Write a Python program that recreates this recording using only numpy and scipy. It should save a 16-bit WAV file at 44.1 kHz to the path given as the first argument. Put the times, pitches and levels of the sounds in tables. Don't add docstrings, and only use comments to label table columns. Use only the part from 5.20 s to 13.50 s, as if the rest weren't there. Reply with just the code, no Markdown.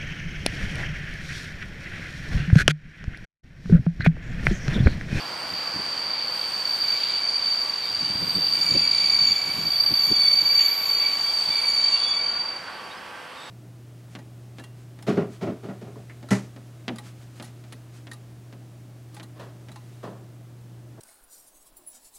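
import sys
import numpy as np
from scipy.fft import rfft, irfft, next_fast_len
from scipy.io import wavfile
from scipy.ndimage import uniform_filter1d, map_coordinates

SR = 44100
rng = np.random.default_rng(int(sys.argv[2]) if len(sys.argv) > 2 else 0)


def persist_wave(psi):
    counts = np.round(np.clip(psi, -1, 1) * 32767).astype(np.int16)
    wavfile.write(sys.argv[1], SR, np.atleast_2d(counts).T)


N = 366030

# frequency in Hz, relative spectral density in dB.
MIC_HISS_SPECTRUM = [(5000, -31), (8000, -2.5), (12000, -9), (15700, -17)]
BUFFET_SPECTRUM = [(12, -66), (20, -33), (101, -4), (167, 2), (232, -5), (297, -4), (450, -19.5),
                   (580, -60.5), (990, -120)]
ROAR_SPECTRUM = [(24, -53), (40, -21.5), (108, -14), (166, -11.5), (407, -10.5), (500, -8.5), (603, -7.5),
                 (769, -5), (1140, -4), (1200, -5.5), (1540, -6), (2190, -10.5), (3300, -13), (4550, -77),
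                 (7700, -120)]
GRIND_SPECTRUM = [(1500, -30), (2000, -7.5), (3000, -0.5), (4300, 0), (5000, -11.5), (6000, -51)]
BRAKE_HISS_SPECTRUM = [(4000, -24), (5200, 4.5), (6500, -4), (8500, -10.5), (10500, -15), (13000, -45),
                       (15700, -32)]
# frequency in Hz, correlation.
COHERENCE = [(60, 1), (300, 0.98), (1000, 0.81), (3000, 0.92), (6000, 0.87), (10000, 1), (12000, 1)]
# frequency in Hz, left minus right in dB.
BALANCE = [(60, -3), (99, 0.0), (160, 0), (270, -1), (450, 0), (740, -1.0), (1220, -1), (2010, -3),
           (3330, -2.5), (5500, -0.5), (9080, 1), (15000, 0.0)]
# start in seconds, length in seconds, strength in dB.
WIND_GUSTS = [(0, 1.2, -63), (2.749, 1.44, -45), (4.263, 0.29, -50), (4.554, 0.9, -50.5)]
# centre in seconds, half-width in seconds, strength in dB.
WIND_PUFFS = [(0.335, 0.012, -38), (.564, 0.017, -34), (.6, 0.0071, -32.5), (2.824, 0.015, -40),
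              (2.903, 0.015, -38), (2.958, 0.0077, -34), (3.03, 0.021, -33), (3.078, 0.0075, -34),
              (3.175, 0.027, -32), (3.382, 0.019, -47), (3.527, 0.025, -31.5), (3.562, 0.013, -26.5),
              (3.6, 0.014, -37), (4.021, 0.0088, -39.5), (4.111, 0.01, -36), (4.29, 0.022, -40),
              (4.385, 0.032, -34.5), (4.465, 0.025, -37), (4.721, 0.016, -30.5), (4.88, .015, -42),
              (4.916, 0.015, -26), (5.233, 0.023, -46.5), (6.296, 0.021, -38.5)]
# time in seconds, level in dB.
ROAR_LEVEL = [(0.0, -36.5), (2.5, -39.5), (5.15, -40), (7.14, -38.5), (8.3, -42)]
# multiple, base and peak level in dB, peak time and half-width in seconds.
FAN_HARMONICS = [(4, -61, -56, 7.8, 1.6), (5, -64, -57, 5, 1.8), (7, -62, -51, 6.6, .8),
                 (8, -66, -52, 6.9, .9), (9, -62, -49.5, 6, 3)]
# time in seconds, pitch in Hz.
WHINE_PITCH = [(6.85, 1350), (7.7, 1572), (8.2, 1572)]
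# start in seconds, level in dB, 60 dB decay time in seconds, centre in Hz.
COUPLING_KNOCKS = [(5.385, -30, .35, 2800), (7.48, -28, .13, 1400)]
# time in seconds, level in dB.
GRIND_LEVEL = [(0.0, -44), (1.4, -42.5), (1.65, -38.5), (2.56, -42), (3.3, -40.5), (3.88, -37), (4.35, -42),
               (6.36, -40), (6.75, -37.5), (7.05, -44.5), (7.25, -48.5), (8.0, -55), (8.3, -51.5)]
# time in seconds, level in dB.
DISC_LEVEL = [(0.0, -58), (1.02, -60), (1.15, -53), (1.7, -51), (1.82, -57.5), (2.8, -58), (3.1, -49.5),
              (3.45, -51.5), (3.91, -55), (5.47, -54.5), (6.28, -52), (6.75, -52), (6.85, -71), (7.2, -72)]
# one group's modes, as pairs of centre and width in Hz.
DISC_RESONANCES = [
    [(8150, 35), (8250, 5.2)],
    [(11700, 82)],
    [(12450, 40), (12600, 200), (12750, 50)],
    [(13750, 60), (13880, 150), (14000, 50)],
]
# offset from DISC_LEVEL in dB, time of falling silent in seconds.
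DISC_SHARES = [(3, 7.2), (-13, 7.8), (-6, 6.7), (-6.5, 6.55)]
# time in seconds, level in dB.
WHISTLE_LEVEL = [(3.0, -69), (3.09, -56), (3.8, -62), (4.88, -43), (4.97, -54), (5.62, -38), (5.78, -49),
                 (6.63, -70), (6.8, -78)]
# start and length in seconds, centre and width in Hz, level in dB.
SHORT_SQUEAKS = [(2.24, .3, 12440, 15, -58), (3.0, .25, 8165, 30, -51), (3.36, .12, 3510, 40, -44),
                 (3.5, .25, 2680, 200, -43), (3.57, .12, 3430, 30, -44), (3.77, .11, 3440, 30, -45),
                 (4.02, .2, 3450, 30, -46), (4.5, .12, 3390, 50, -45), (4.68, .55, 3440, 35, -42),
                 (5.32, .2, 3440, 30, -47), (5.7, .7, 13990, 12, -63), (5.75, .2, 3440, 30, -49),
                 (6.0, .16, 3230, 45, -44), (6.05, .08, 3480, 60, -46), (6.18, .14, 7785, 20, -57),
                 (6.24, .2, 3510, 50, -43), (6.55, .2, 3900, 100, -46), (6.58, .2, 7785, 20, -58),
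                 (6.58, .22, 3220, 50, -45), (6.68, .14, 2780, 80, -41), (6.75, .27, 3440, 5, -35),
                 (7.02, .12, 3130, 60, -45), (7.695, .045, 3720, 200, -45), (7.76, .04, 5040, 60, -51),
                 (8.14, .2, 3700, 250, -48), (8.18, .14, 4490, 60, -57), (8.15, .17, 7800, 40, -60)]
# time in seconds, level in dB, loudest pitch in Hz, half-pitch ring in dB.
WHEEL_SQUEAL = [(0, -36, 4630, -57), (.35, -30.5, 4660, -52.5), (1.35, -28.5, 4625, -51.5),
                (1.7, -23.5, 4635, -44), (2.15, -25, 4617, -46), (2.55, -29, 4616, -48.5),
                (3.28, -22.5, 4657, -47.5), (3.45, -21, 4623, -38), (4.08, -18.5, 4610, -39),
                (4.2, -23.5, 4608, -40.5), (4.66, -23.5, 4630, -46.5), (4.9, -19, 4580, -41),
                (5.1, -15.5, 4560, -40), (5.25, -22, 4620, -41), (5.43, -19.5, 4587, -36),
                (5.58, -26, 4635, -43), (5.73, -22, 4573, -39.5), (6.24, -22.5, 4610, -47),
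                (6.36, -18, 4600, -38.5), (6.82, -22, 4585, -41.5), (6.93, -22, 4570, -40),
                (7.35, -35.5, 4656, -56), (7.45, -44.5, 4580, -61), (7.72, -52, 4620, -71),
                (7.82, -70, 4600, -70), (8.3, -75, 4600, -72)]
RING_RATIOS = [.4965, 1.492, 1.99]

CALM_DB, CALM_DB_PER_S, GUST_EDGE_S = -57.5, -1.5, .06
FAN_HZ, WHINE_DB, TOP_HZ = 126.8, -52.5, 15700
WHISTLE_START_HZ, WHISTLE_SAG_HZ_PER_S = 12856, 7.5
FAINT_SQUEAKS, FAINT_SPAN_S, FAINT_RANGE_HZ = 45, (2.6, 7.1), (2500, 4200)
MEAN_HZ, SAG_HZ_PER_S, SPREAD_HZ, NARROWS_HZ_PER_S = 4642, 3.5, 205, 15
APART_DB, SWAP_DB = 24, 2.5


def amp(db):
    return 10 ** (np.asarray(db) / 20)


def unit(x):
    return x / np.sqrt(np.mean(x ** 2) + 1e-20)


def along(points, hz):
    f, v = np.transpose(points)
    return np.interp(np.log(hz + 1), np.log(f + 1), v)


def curves(rows):
    s, *cols = np.transpose(rows)
    return [np.interp(np.arange(N) / SR, s, c) for c in cols]


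def lasting(start, end, fade):
    t = np.arange(N) / SR
    return np.clip(np.minimum(t - start, end - t) / fade, 0, 1)


def wobble(rate):
    return map_coordinates(rng.standard_normal(int(N * rate / SR) + 4), [np.arange(N) * rate / SR])


def running_rms(x, size):
    return np.sqrt(np.abs(uniform_filter1d(np.mean(x ** 2, axis=0), size=size)))


def filtered(x, response):
    m = next_fast_len(x.shape[-1] + 8192)
    return irfft(rfft(x, m) * response(np.fft.rfftfreq(m, 1 / SR)), m)[..., :x.shape[-1]]


def stereo_noise(gain, alike, size=N):
    def response(hz):
        angle = np.arccos(np.clip(alike(hz), -.99, .999)) / 2
        return gain(hz) * [np.cos(angle), np.sin(angle)]
    mid, side = filtered(rng.standard_normal((2, size)), response)
    return unit(np.array([mid + side, mid - side]))


def broadband(spectrum, coherence=COHERENCE):
    return stereo_noise(lambda hz: amp(along(spectrum, hz)), lambda hz: along(coherence, hz))


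def ringing(modes, alike, skirt, size=N):
    def gain(hz):
        detunings = ((hz - centre) / width for centre, width in modes)
        return sum(np.exp(-2 * d ** 2) + skirt / (1 + d ** 2) ** .5 for d in detunings)
    return stereo_noise(gain, lambda hz: alike + 0 * hz, size)


def tone(hz, db):
    return amp(db) * np.sqrt(2) * np.sin(2 * np.pi * (np.cumsum(hz) / SR + rng.uniform()))


def unsteady(hz, rate, alike):
    at = np.cumsum(rate) / SR
    knots = rng.standard_normal((4, int(at[-1]) + 2))
    a, b, c, d = [np.interp(at, np.arange(len(row)), row) for row in knots]
    phase = 2 * np.pi * np.cumsum(hz) / SR
    mid, side = a * np.cos(phase) + b * np.sin(phase), c * np.cos(phase) + d * np.sin(phase)
    angle = np.arccos(np.clip(alike, 0, 1)) / 2
    return unit(np.cos(angle) * mid + np.sin(angle) * side * [[1], [-1]])


def mic_hiss():
    return amp(-60.5) * broadband(MIC_HISS_SPECTRUM)


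def wind():
    t = np.arange(N) / SR
    breeze = amp(CALM_DB + CALM_DB_PER_S * t)
    breeze += sum(amp(db) * lasting(s - GUST_EDGE_S, s + length, GUST_EDGE_S)
                  for s, length, db in WIND_GUSTS)
    puffs = sum(amp(db) * np.exp(-((t - s) / half) ** 2) for s, half, db in WIND_PUFFS)
    strength = breeze * amp(1.7 * wobble(25)) + puffs
    coherence = [(50, .97), (250, .5)]
    buffet = broadband(BUFFET_SPECTRUM, coherence)
    buffet /= (.67 + running_rms(buffet, 1000)) ** .66
    bright = broadband([(100, -54), (250, -8), (550, -16.5), (900, -43), (1500, -120)], coherence)
    return strength * (buffet + 12 * strength * bright)


def roar():
    return amp(curves(ROAR_LEVEL)[0] + .4 * wobble(9)) * broadband(ROAR_SPECTRUM)


def fan():
    t = np.arange(N) / SR
    hz = FAN_HZ + .414 * wobble(3)
    hum = np.zeros(N)
    for multiple, base_db, peak_db, s, half in FAN_HARMONICS:
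        swell = np.exp(-((t - s) / half) ** 2)
        hum += tone(round(multiple) * hz, base_db + (peak_db - base_db) * swell + 2 * wobble(6))
    return hum


def whine():
    envelope = lasting(WHINE_PITCH[0][0], WHINE_PITCH[-1][0], .23)
    return envelope * tone(curves(WHINE_PITCH)[0] + 6 * wobble(15), WHINE_DB + 3 * wobble(9.4))


def couplings():
    out = np.zeros((2, N + SR))
    t = np.arange(SR // 2) / SR
    for s, db, t60, hz in COUPLING_KNOCKS:
        envelope = amp(db - 60 * t / t60) * (1 - np.exp(-t / .0068))
        ring = ringing([(hz, .6 * hz)], alike=.85, skirt=.03, size=len(t))
        out[:, round(s * SR):][:, :len(t)] += envelope * ring
    return out[:, :N]


def brake_blocks():
    grind_db, = curves(GRIND_LEVEL)
    hiss_db = -48 + .82 * (grind_db + 41)
    grind = amp(grind_db + 1.2 * wobble(9)) * broadband(GRIND_SPECTRUM)
    hiss = amp(hiss_db + 1.1 * wobble(9)) * broadband(BRAKE_HISS_SPECTRUM)
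    return grind + hiss


def brake_discs():
    level_db, = curves(DISC_LEVEL)
    out = np.zeros((2, N))
    for (offset_db, end), modes, alike in zip(DISC_SHARES, DISC_RESONANCES, (-.21, .97, 1, .97)):
        envelope = amp(level_db + offset_db + 2.6 * wobble(6)) * lasting(-1, end, .15)
        out += envelope * ringing(modes, alike, skirt=.25)
    return out


def disc_whistle():
    start, end = WHISTLE_LEVEL[0][0], WHISTLE_LEVEL[-1][0]
    hz = WHISTLE_START_HZ - WHISTLE_SAG_HZ_PER_S * (np.arange(N) / SR - start)
    whistle = tone(hz + 6 * wobble(30), curves(WHISTLE_LEVEL)[0] + 2 * wobble(20))
    return lasting(start, end, .1) * whistle


def squeaks():
    faint = [(np.interp(when, [0, 1], FAINT_SPAN_S), .09 * (.5 + long),
              np.interp(high, [0, 1], FAINT_RANGE_HZ), 50, -52 + 6 * loud)
             for when, long, high, loud in rng.uniform(size=(FAINT_SQUEAKS, 4))]
    out = np.zeros((2, N + SR))
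    for s, length, hz, width, db in SHORT_SQUEAKS + faint:
        n = round(length * SR)
        ring = ringing([(hz, width)], alike=1, skirt=.042, size=n)
        out[:, round(s * SR):][:, :n] += amp(db) * np.hanning(n) ** .5 * ring
    return out[:, :N]


def wheel_rasp(spread_hz):
    envelope = amp(curves(GRIND_LEVEL)[0] + 4 + 1.5 * wobble(4)) * spread_hz / SPREAD_HZ
    return envelope * ringing([(4630, 450)], alike=.95, skirt=.15)


def wheel_rings(mean_hz, spread_hz):
    rings = [unsteady(ratio * mean_hz, rough * spread_hz, alike)
             for ratio, rough, alike in zip(RING_RATIOS, (.75, .8, 1), (.93, .9, .8))]
    rings[0] += amp(-5) * ringing([(2320, 450)], alike=.9, skirt=.2)
    return rings


def wheel_squeal():
    t = np.arange(N) / SR
    level_db, loudest_hz, half_db = curves(WHEEL_SQUEAL)
    centre_hz = MEAN_HZ - SAG_HZ_PER_S * t
    spread_hz = SPREAD_HZ - NARROWS_HZ_PER_S * t
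    pitches = [centre_hz + spread_hz * place + 6 * wobble(3) for place in np.linspace(-.5, .5, 4)]
    shares = np.array([amp(SWAP_DB * wobble(1.5) - APART_DB * ((hz - loudest_hz) / spread_hz) ** 2)
                       for hz in pitches])
    shares /= np.sqrt(np.sum(shares ** 2, axis=0))
    wheels = sum(share * unsteady(hz, .29 * spread_hz, alike=.98) for share, hz in zip(shares, pitches))
    wheels /= (running_rms(wheels, 3000) + .024) ** .7
    mean_hz = (np.sum(shares ** 2 * pitches, axis=0) + centre_hz) / 2
    rasp = wheel_rasp(spread_hz)
    rings = wheel_rings(mean_hz, spread_hz)
    ring_db = half_db, -50 + 1.5 * (half_db + 42), level_db - 32.5
    squeal = amp(level_db + 2.27 * wobble(5)) * wheels
    return squeal + rasp + sum(amp(db + 1.95 * wobble(7)) * ring for db, ring in zip(ring_db, rings))


def scene():
    sources = wheel_squeal() + brake_discs() + disc_whistle() + squeaks() + couplings()
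    sources += roar() + brake_blocks() + fan() + whine() + mic_hiss()
    return filtered(sources, lambda hz: amp(along(BALANCE, hz) * [[.5], [-.5]])) + wind()


def record(dry):
    return filtered(dry, lambda hz: hz < TOP_HZ)


dry = scene()
out = record(dry)
persist_wave(out)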